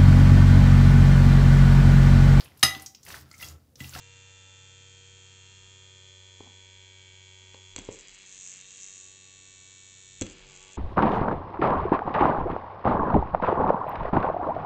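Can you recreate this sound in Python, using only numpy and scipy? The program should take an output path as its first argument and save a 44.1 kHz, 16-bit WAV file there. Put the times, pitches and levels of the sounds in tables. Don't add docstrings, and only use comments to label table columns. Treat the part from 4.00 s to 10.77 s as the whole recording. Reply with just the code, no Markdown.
import sys
import numpy as np
from scipy import signal
from scipy.fft import rfft, irfft
from scipy.io import wavfile
from scipy.ndimage import uniform_filter1d

SR = 44100
rng = np.random.default_rng(int(sys.argv[2]) if len(sys.argv) > 2 else 0)


def boost_factor(decibels):
    exponent = np.asarray(decibels, float) / 20
    return 10 ** exponent


def wav_record(signal):
    frames = np.transpose(np.atleast_2d(signal))
    bounded = np.clip(frames, -1, 1)
    quanta = np.round(bounded * 32767).astype(np.int16)
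    wavfile.write(sys.argv[1], SR, quanta)


N = 298557


def rms_one(x):
    return x / np.sqrt(np.mean(x ** 2) + 1e-20)


def even(x, seconds):
    return x / np.sqrt(uniform_filter1d(x ** 2, int(seconds * SR)) + 1e-20)


def in_time(rows):
    s, *columns = np.transpose(rows)
    return [np.interp(np.arange(N) / SR, s, column) for column in columns]


def drift(rate, count, at_s=np.arange(N) / SR):
    knots = rng.standard_normal((count, 400))
    curves = np.array([np.interp(at_s * rate, np.arange(400), k) for k in knots])
    return curves * np.sqrt(3 / 2)


def clicks(at_s, sizes):
    at = np.ravel(at_s)[:, None] * SR
    index = np.floor(at).astype(int) + np.arange(-7, 9)
    taps = np.sinc(index - at) * np.cos(np.pi * (index - at) / 16) ** 2
    weights = taps * np.ravel(sizes)[:, None]
    return np.bincount(np.clip(index, 0, N).ravel(), weights.ravel(), N + 1)[:N]


def ring(x, hz, t60):
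    r = boost_factor(-60 / (t60 * SR))
    w = 2 * np.pi * hz / SR
    return signal.lfilter([0, np.sin(w)], [1, -2 * r * np.cos(w), r * r], x + 1e-18)


def swell(x, hz, rise_s):
    t60 = np.log(1000) * rise_s
    return ring(ring(x, hz, t60), hz, t60) * 2 * np.e / (rise_s * SR)


def by_pose(up, over, loose, pose):
    turned, looseness = np.clip(pose, 0, 1)
    return (1 - looseness) * ((1 - turned) * up + turned * over) + looseness * loose


def pose_level(levels_db, pose):
    up, over, loose_up, loose_over = levels_db
    return by_pose(up, over, loose_up + pose[0] * (loose_over - loose_up), pose)


def no_mids(head):
    return signal.sosfilt(signal.butter(6, 5350, "high", fs=SR, output="sos"), head)


# t/s, turned over (0-1), looseness (0-1)
LYING = [(0, 0, .13), (.7, 0, .08), (3.15, 0, .07), (3.74, 0, .13), (3.77, .5, 1), (4.08, 1, 1),
         (4.4, 1, .5), (4.56, 1, .9), (4.65, 1, .5), (4.75, 1, .7), (5.12, 1, .12), (5.4, 1, .06),
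         (6.2, 1, .06), (6.22, .6, 1), (6.77, .6, .85)]
# t/s, share (0-1)
SEAT_CREEP = [(0, 0), (1.5, 0.2), (2.1, 0.86), (2.6, 0.89), (6.77, 0.8)]
# f/Hz, width/Hz,
# relative level/dB face up, the same turned over, the same loose
SHELL_MODES = [(1784, 406, -4, -7.5, -5.5), (2218, 260, -10, -6, -9), (2418, 600, -4, -8, 2),
               (2740, 690, -6, -12.5, 5), (3332, 230, -4.5, -8.5, 2), (3875, 420, -15, -4.5, -1),
               (4249, 180, -8, -2.5, -4.5), (4820, 690, -8, -9, -2.5)]
TIP_MODES = [(5430, 310, -13.5, -38, -25.5), (5940, 280, -7.5, 3.5, -31.5), (6226, 280, -9.5, -6.5, -6.5),
             (6750, 750, -5.5, 2.5, -1), (7670, 450, -22, -33, -1), (7550, 2100, -4, -1.5, 12),
             (8513, 520, 0, 4, 11), (8730, 2900, -4, 17, -23.5)]
# t/s, level/dB
HEAD_RATTLE = [(0, -55.5), (1.73, -54.5), (1.92, -56), (3.1, -57), (3.72, -54.5), (3.83, -59),
               (3.92, -49.5), (3.98, -53), (4.09, -51), (4.23, -51.5), (4.29, -45), (4.47, -40.5),
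               (4.65, -48), (4.81, -42), (4.99, -42.5), (5.18, -49), (6.19, -47), (6.24, -55),
               (6.43, -56.5), (6.58, -50.5), (6.77, -52.5)]
# level/dB face up, turned over, loose face up, loose turned over
SHELL_LEVELS = (-55.5, -58, -60, -54.5)
LOW_LEVELS = (-66.5, -68, -47.5, -67.5)
CUSHION_LEVELS = (-58.5, -64.5, -56.5, -83)
CREPT_BODY_DB = 1.5
RATTLE_FLICKER_DB = 4


def toothbrush():
    pose = np.clip(in_time(LYING), 0, 1)
    turned, looseness = pose
    crept, = in_time(SEAT_CREEP)
    body_db = pose_level(SHELL_LEVELS, pose) + CREPT_BODY_DB * crept * (1 - turned)
    low_db = pose_level(LOW_LEVELS, pose)
    cushion_db = pose_level(CUSHION_LEVELS, pose)
    flicker_db = RATTLE_FLICKER_DB * looseness ** 3 * drift(40, count=1)[0]
    head_db = in_time(HEAD_RATTLE)[0] + flicker_db

    turns = drive_turns(looseness)
    stroke_s = np.interp(np.arange(int(turns[-1])), turns, np.arange(N) / SR)
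    strokes = stroke_s, np.gradient(stroke_s), pose
    knocks = shell_knocks(SHELL_MODES, 1, *strokes, slack=0.065, scatter_db=0.5, wander_db=4.5)
    head = shell_knocks(TIP_MODES, 2, *strokes, slack=0.03, scatter_db=4, wander_db=3)
    low, steady = overtones(turns, pose, crept)

    uneven = np.clip(0.16 + 0.66 * looseness, 0, 1)
    body = np.sqrt(1 - uneven) * steady + np.sqrt(uneven) * knocks
    low = even(low + looseness ** 2 * handle_rustle(), 0.27)
    cushion = -np.sqrt(2) * np.sin(2 * np.pi * turns)
    buzz = boost_factor(body_db) * body + boost_factor(head_db) * no_mids(head)
    return buzz + boost_factor(low_db) * low + boost_factor(cushion_db) * cushion


# t/s, mean stroke rate f/Hz
STROKE_RATE = [(0, 94.96), (.8, 94.95), (1.04, 94.8), (1.2, 95.0), (1.46, 94.77), (1.6, 95.05),
               (1.84, 95.08), (2.08, 94.62), (2.3, 94.7), (2.45, 94.36), (2.64, 94.74), (3.05, 94.66),
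               (3.4, 94.33), (3.68, 94.52), (4.08, 95.78), (4.56, 94.0), (4.72, 95.87), (5.1, 94.8),
               (5.5, 94.75), (6.16, 94.37), (6.77, 94.4)]


def drive_turns(looseness):
    rate_hz, = in_time(STROKE_RATE)
    wobble_hz = 1.9 * looseness ** 2 * drift(30, count=1)[0]
    return np.cumsum(rate_hz + wobble_hz) / SR


# share of the stroke (0-1), shell and head level/dB face up,
# the same two turned over, the same two loose
KNOCKS = [(.0, 0, 0, 0, 0, 0, 0), (.09, -4, -3, -9, -7, -5, -6), (.28, -6, -12, -6, -2, -4, -12),
          (.45, -8, -3, -8, -11, -3, -14), (.62, -8, -9, -10, -13, -3, -6),
          (.8, -12, -15, -10, -14, -5, -16)]


def shell_knocks(modes, column, stroke_s, period_s, pose, slack, scatter_db, wander_db):
    table = np.array(KNOCKS)
    share = table[:, :1]
    at_stroke = pose[:, (stroke_s * SR).astype(int)]
    looseness = np.clip(at_stroke[1], 0, 1)
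    time_luck, size_luck = rng.standard_normal((2, len(table), len(stroke_s)))
    play = slack * (0.25 + share)
    at_s = stroke_s + period_s * (share + play * looseness ** 1.33 * time_luck)
    lying_db = by_pose(*(table[:, column + k, None] for k in (0, 2, 4)), at_stroke)
    size_db = lying_db + scatter_db * looseness * size_luck
    out = 0
    for hz, width_hz, *pose_db in modes:
        own_db = wander_db * drift(0.58, count=len(table), at_s=stroke_s)
        rocking_db = 2 * pose[1] * drift(12, count=1)[0]
        signs = rng.choice([-1, 1], (len(table), 1))
        hits = clicks(at_s, signs * boost_factor(size_db + own_db))
        rung = swell(hits, hz, 1 / (np.pi * width_hz))
        out = out + even(rung, 0.21) * boost_factor(by_pose(*pose_db, pose) + rocking_db)
    return even(out, 0.044)


# multiple of the stroke rate, relative level/dB (row 1, the fundamental, is not played here)
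OVERTONES_UP = [(1, 0), (2, -18.5), (3, -20), (4, -13), (5, -6.5), (6, -17.5), (7, -36), (8, -42),
                (9, -15.5), (10, -11), (11, -24.5), (12, -36), (13, -17.5), (14, -8.5), (15, -24.5),
                (16, -14.5), (17, -7.5), (18, -24), (19, -16), (20, -39), (21, -42), (22, -26.5),
                (23, -9.5), (24, -17), (25, -10), (26, -27), (27, -5), (28, -23.5), (29, -1.5), (30, -22.5),
                (31, -12), (32, -30.5), (33, -6), (34, -2.5), (35, -8), (36, -17.5), (37, -4.5), (38, -8.5),
                (39, -19.5), (40, -30), (41, -20), (42, -24.5), (43, -29.5), (44, -12.5), (45, -14),
                (46, -19)]
OVERTONES_CREPT = [(1, 0), (2, -26.5), (3, -24.5), (4, -9.5), (5, -14.5), (6, -14), (7, -37.5), (8, -35.5),
                   (9, -17), (10, -11.5), (11, -24.5), (12, -17.5), (13, -21), (14, -18.5), (15, -22.5),
                   (16, -18.5), (17, -13.5), (18, -17.5), (19, -25.5), (20, -23), (21, -26), (22, -23),
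                   (23, -8.5), (24, -3), (25, -12), (26, -30), (27, -23), (28, -27.5), (29, -8.5),
                   (30, -15.5), (31, -10), (32, -9.5), (33, -7.5), (34, 2), (35, 2.5), (36, 5.5), (37, -5),
                   (38, -17.5), (39, -30.5), (40, -23.5), (41, -29), (42, -24), (43, -11), (44, -13),
                   (45, -26), (46, -28)]
OVERTONES_OVER = [(1, 0), (2, -9), (3, -9.5), (4, -4), (5, -8.5), (6, -19.5), (7, -28), (8, -36.5),
                  (9, -10), (10, -16), (11, -18), (12, -10.5), (13, -24), (14, -11), (15, -26), (16, -12),
                  (17, -33), (18, -26), (19, -9.5), (20, -6), (21, -14), (22, -9.5), (23, -10.5),
                  (24, -2.5), (25, -25.5), (26, -7), (27, -16.5), (28, 1.5), (29, -4), (30, -17.5),
                  (31, -6), (32, -4), (33, -5), (34, -8.5), (35, 1.5), (36, -12), (37, 1), (38, -14),
                  (39, 2), (40, -14.5), (41, -10), (42, -15), (43, -10.5), (44, -18.5), (45, -28),
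                  (46, -7.5)]
FIRST_BODY_ORDER = 20


def overtones(turns, pose, crept):
    turned, looseness = pose
    coarse_s = np.arange(0, N, 64) / SR
    sway = drift(1.949, count=len(OVERTONES_UP), at_s=coarse_s).repeat(64, axis=1)[:, :N]
    low = body = 0
    rows = list(zip(OVERTONES_UP, OVERTONES_CREPT, OVERTONES_OVER, sway))
    for (k, up_db), (_, crept_db), (_, over_db), own in rows[1:]:
        level_db = up_db + crept * (crept_db - up_db)
        level_db = level_db + turned * (over_db - level_db)
        level_db = level_db + (2.1 + 3 * looseness) * own
        level_db = level_db - 0.5 * k * looseness ** 2
        lag = 2 * np.pi * (0.09 * k + 0.002 * (k - 35) ** 2)
        phase = 0.4 * rng.standard_normal() - lag
        tone = boost_factor(level_db) * np.cos(2 * np.pi * turns * k + phase)
        if k < FIRST_BODY_ORDER:
            low = low + tone
        else:
            body = body + tone
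    return even(low, 0.21), even(body, 0.11)


def handle_rustle():
    band = signal.butter(1, [200, 1900], "band", fs=SR, output="sos")
    return rms_one(signal.sosfilt(band, rng.standard_normal(N)))


# t/s, strength level/dB, shell against head level/dB
PAW_TICKS = [(3.5425, -58.5, 14.5), (3.762, -25.5, -6.5), (3.7805, -39.5, 1.5), (3.788, -30, -10),
             (3.7952, -45.5, 4.5), (6.2116, -20.5, -15.5), (6.2199, -25.5, -5), (6.2243, -31, -5.5),
             (6.228, -54, -6), (3.888, -60.5, 12.5), (6.2658, -39, -1.5)]


def ticks():
    s, strength_db, body_db = np.transpose(PAW_TICKS)
    parts = []
    for modes, share_db in ((SHELL_MODES, body_db), (TIP_MODES, 0)):
        out = 0
        for hz, width_hz, _, _, loose_db in modes:
            luck_db = 2 * rng.standard_normal(len(s))
            blow_db = strength_db + share_db + loose_db - 7 + luck_db
            out = out + swell(clicks(s, boost_factor(blow_db)), hz, 1 / (np.pi * width_hz))
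        parts.append(out)
    body, head = parts
    return body + no_mids(head)


# t/s, push level/dB, push f/Hz,
# wooden clack and boom level/dB relative to the push
SEAT_THUDS = [(2.4055, -37.5, 400, -3, -42), (2.461, -53, 298, 3, -21), (2.4722, -51.5, 238, 4.5, -29),
              (3.545, -43, 540, -1.5, -40), (3.7617, -45, 305, 2.5, -6.5), (3.7841, -36.5, 298, -5, -17.5),
              (3.7967, -54, 197, -37, -23), (3.888, -25, 453, -11, -26), (6.2141, -28, 295, -47, -7.5),
              (6.2183, -26.5, 370, -28, -30), (6.2272, -31.5, 195, -15, -33)]
# f/Hz, relative level/dB, t60/s
CUSHION_MODES = [(31.2, -12, 0.18), (98, 6.5, 0.083), (112, -15, 0.36), (180.5, -4, 0.29),
                 (270, -9.5, 0.13), (365, -9.5, 0.26), (517, 9, 0.037), (597, -10, 0.066)]
PUSH_RISE_CYCLES = 0.62
CLACK_HZ, CLACK_RISE_S = 914, 0.00082


def thuds():
    s, push_db, push_hz, clack_db, boom_db = np.transpose(SEAT_THUDS)
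    out = 0
    for at_s, level_db, hz in zip(s, push_db, push_hz):
        out = out + swell(clicks([at_s], [-boost_factor(level_db)]), hz, PUSH_RISE_CYCLES / hz)
    out = out + swell(clicks(s, -boost_factor(push_db + clack_db)), CLACK_HZ, CLACK_RISE_S)
    booms = 0
    for hz, mode_db, t60 in CUSHION_MODES:
        luck_db = rng.standard_normal(len(s))
        hits = clicks(s + 0.0028, boost_factor(push_db + boom_db + mode_db + luck_db))
        booms = booms + ring(hits, hz, t60)
    return out + signal.sosfilt(signal.butter(2, 800, fs=SR, output="sos"), booms)


ROOM_T60_S, ROOM_DB = 0.39, -13


def room(x):
    t = np.arange(int(0.5 * SR)) / SR
    tail = rng.standard_normal(len(t)) * boost_factor(-60 * t / ROOM_T60_S) * (t > 0.004)
    tail = signal.lfilter([1], [1, -0.6], tail)
    return boost_factor(ROOM_DB) * signal.fftconvolve(x, tail / np.sqrt(np.sum(tail ** 2)))[:N]


# f/Hz, relative level/dB per Hz
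HISS_COLOUR = [(50, -13.5), (100, -12), (250, -18.5), (500, -22), (1000, -26), (1900, -25.5), (3000, -17),
               (5000, -27.5), (7000, -13.5), (8300, -20.5), (9150, -33)]
HISS_DB = -62


def room_hiss():
    f = np.fft.rfftfreq(N, 1 / SR) + 1
    hz, level_db = np.transpose(HISS_COLOUR)
    colour = boost_factor(np.interp(np.log(f), np.log(hz), level_db, left=-60, right=-90))
    return boost_factor(HISS_DB) * rms_one(irfft(rfft(rng.standard_normal(N)) * colour, N))


# t/s, f/Hz, level/dB
HUM_AND_BOOM = [(0, 130, -62), (.32, 127, -70.5), (.51, 128, -80), (.6, 131, -66.5), (2.06, 131.5, -71),
                (2.24, 131, -89), (2.5, 138, -94), (3.0, 135, -77), (4.15, 132, -78), (4.62, 130, -70.5),
                (5.05, 130, -97), (5.2, 133, -76), (5.9, 126, -76), (6.15, 130, -69), (6.33, 143.7, -73.5),
                (6.49, 140.3, -62), (6.77, 140, -80)]


def low_hum():
    hz, level_db = in_time(HUM_AND_BOOM)
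    return np.sqrt(2) * boost_factor(level_db) * np.sin(2 * np.pi * np.cumsum(hz) / SR)


# t/s, peak level/dB
RUMBLE_JOLTS = [(.07, -72), (.98, -68), (1.55, -66), (3.18, -81), (3.79, -54.5), (4.41, -72), (6.28, -52)]
JOLT_RISE_DB_PER_S, JOLT_FALL_DB_PER_S, RUMBLE_DB = 155, 45, -80.5


def deep_rumble():
    band = signal.butter(2, [26, 38], "band", fs=SR, output="sos")
    deep = even(signal.sosfilt(band, rng.standard_normal(N)), 0.4)
    t = np.arange(N) / SR
    level_db = RUMBLE_DB + 3 * drift(14, count=1)[0]
    for s, peak_db in RUMBLE_JOLTS:
        drop_db = np.maximum(JOLT_RISE_DB_PER_S * (s - t), JOLT_FALL_DB_PER_S * (t - s))
        level_db = np.maximum(level_db, peak_db - drop_db)
    return boost_factor(level_db) * deep


def scene():
    blows = ticks() + thuds()
    brush = toothbrush()
    tail = room(blows)
    background = room_hiss() + low_hum() + deep_rumble()
    return (brush + blows + tail + background)[None]


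def roll_off(x):
    return signal.sosfilt(signal.butter(12, 9280, fs=SR, output="sos"), x)


def record(dry):
    cut = signal.sosfilt(signal.cheby2(10, 60, 9300, fs=SR, output="sos"), dry)
    return roll_off(cut)


dry = scene()
out = record(dry)
wav_record(out)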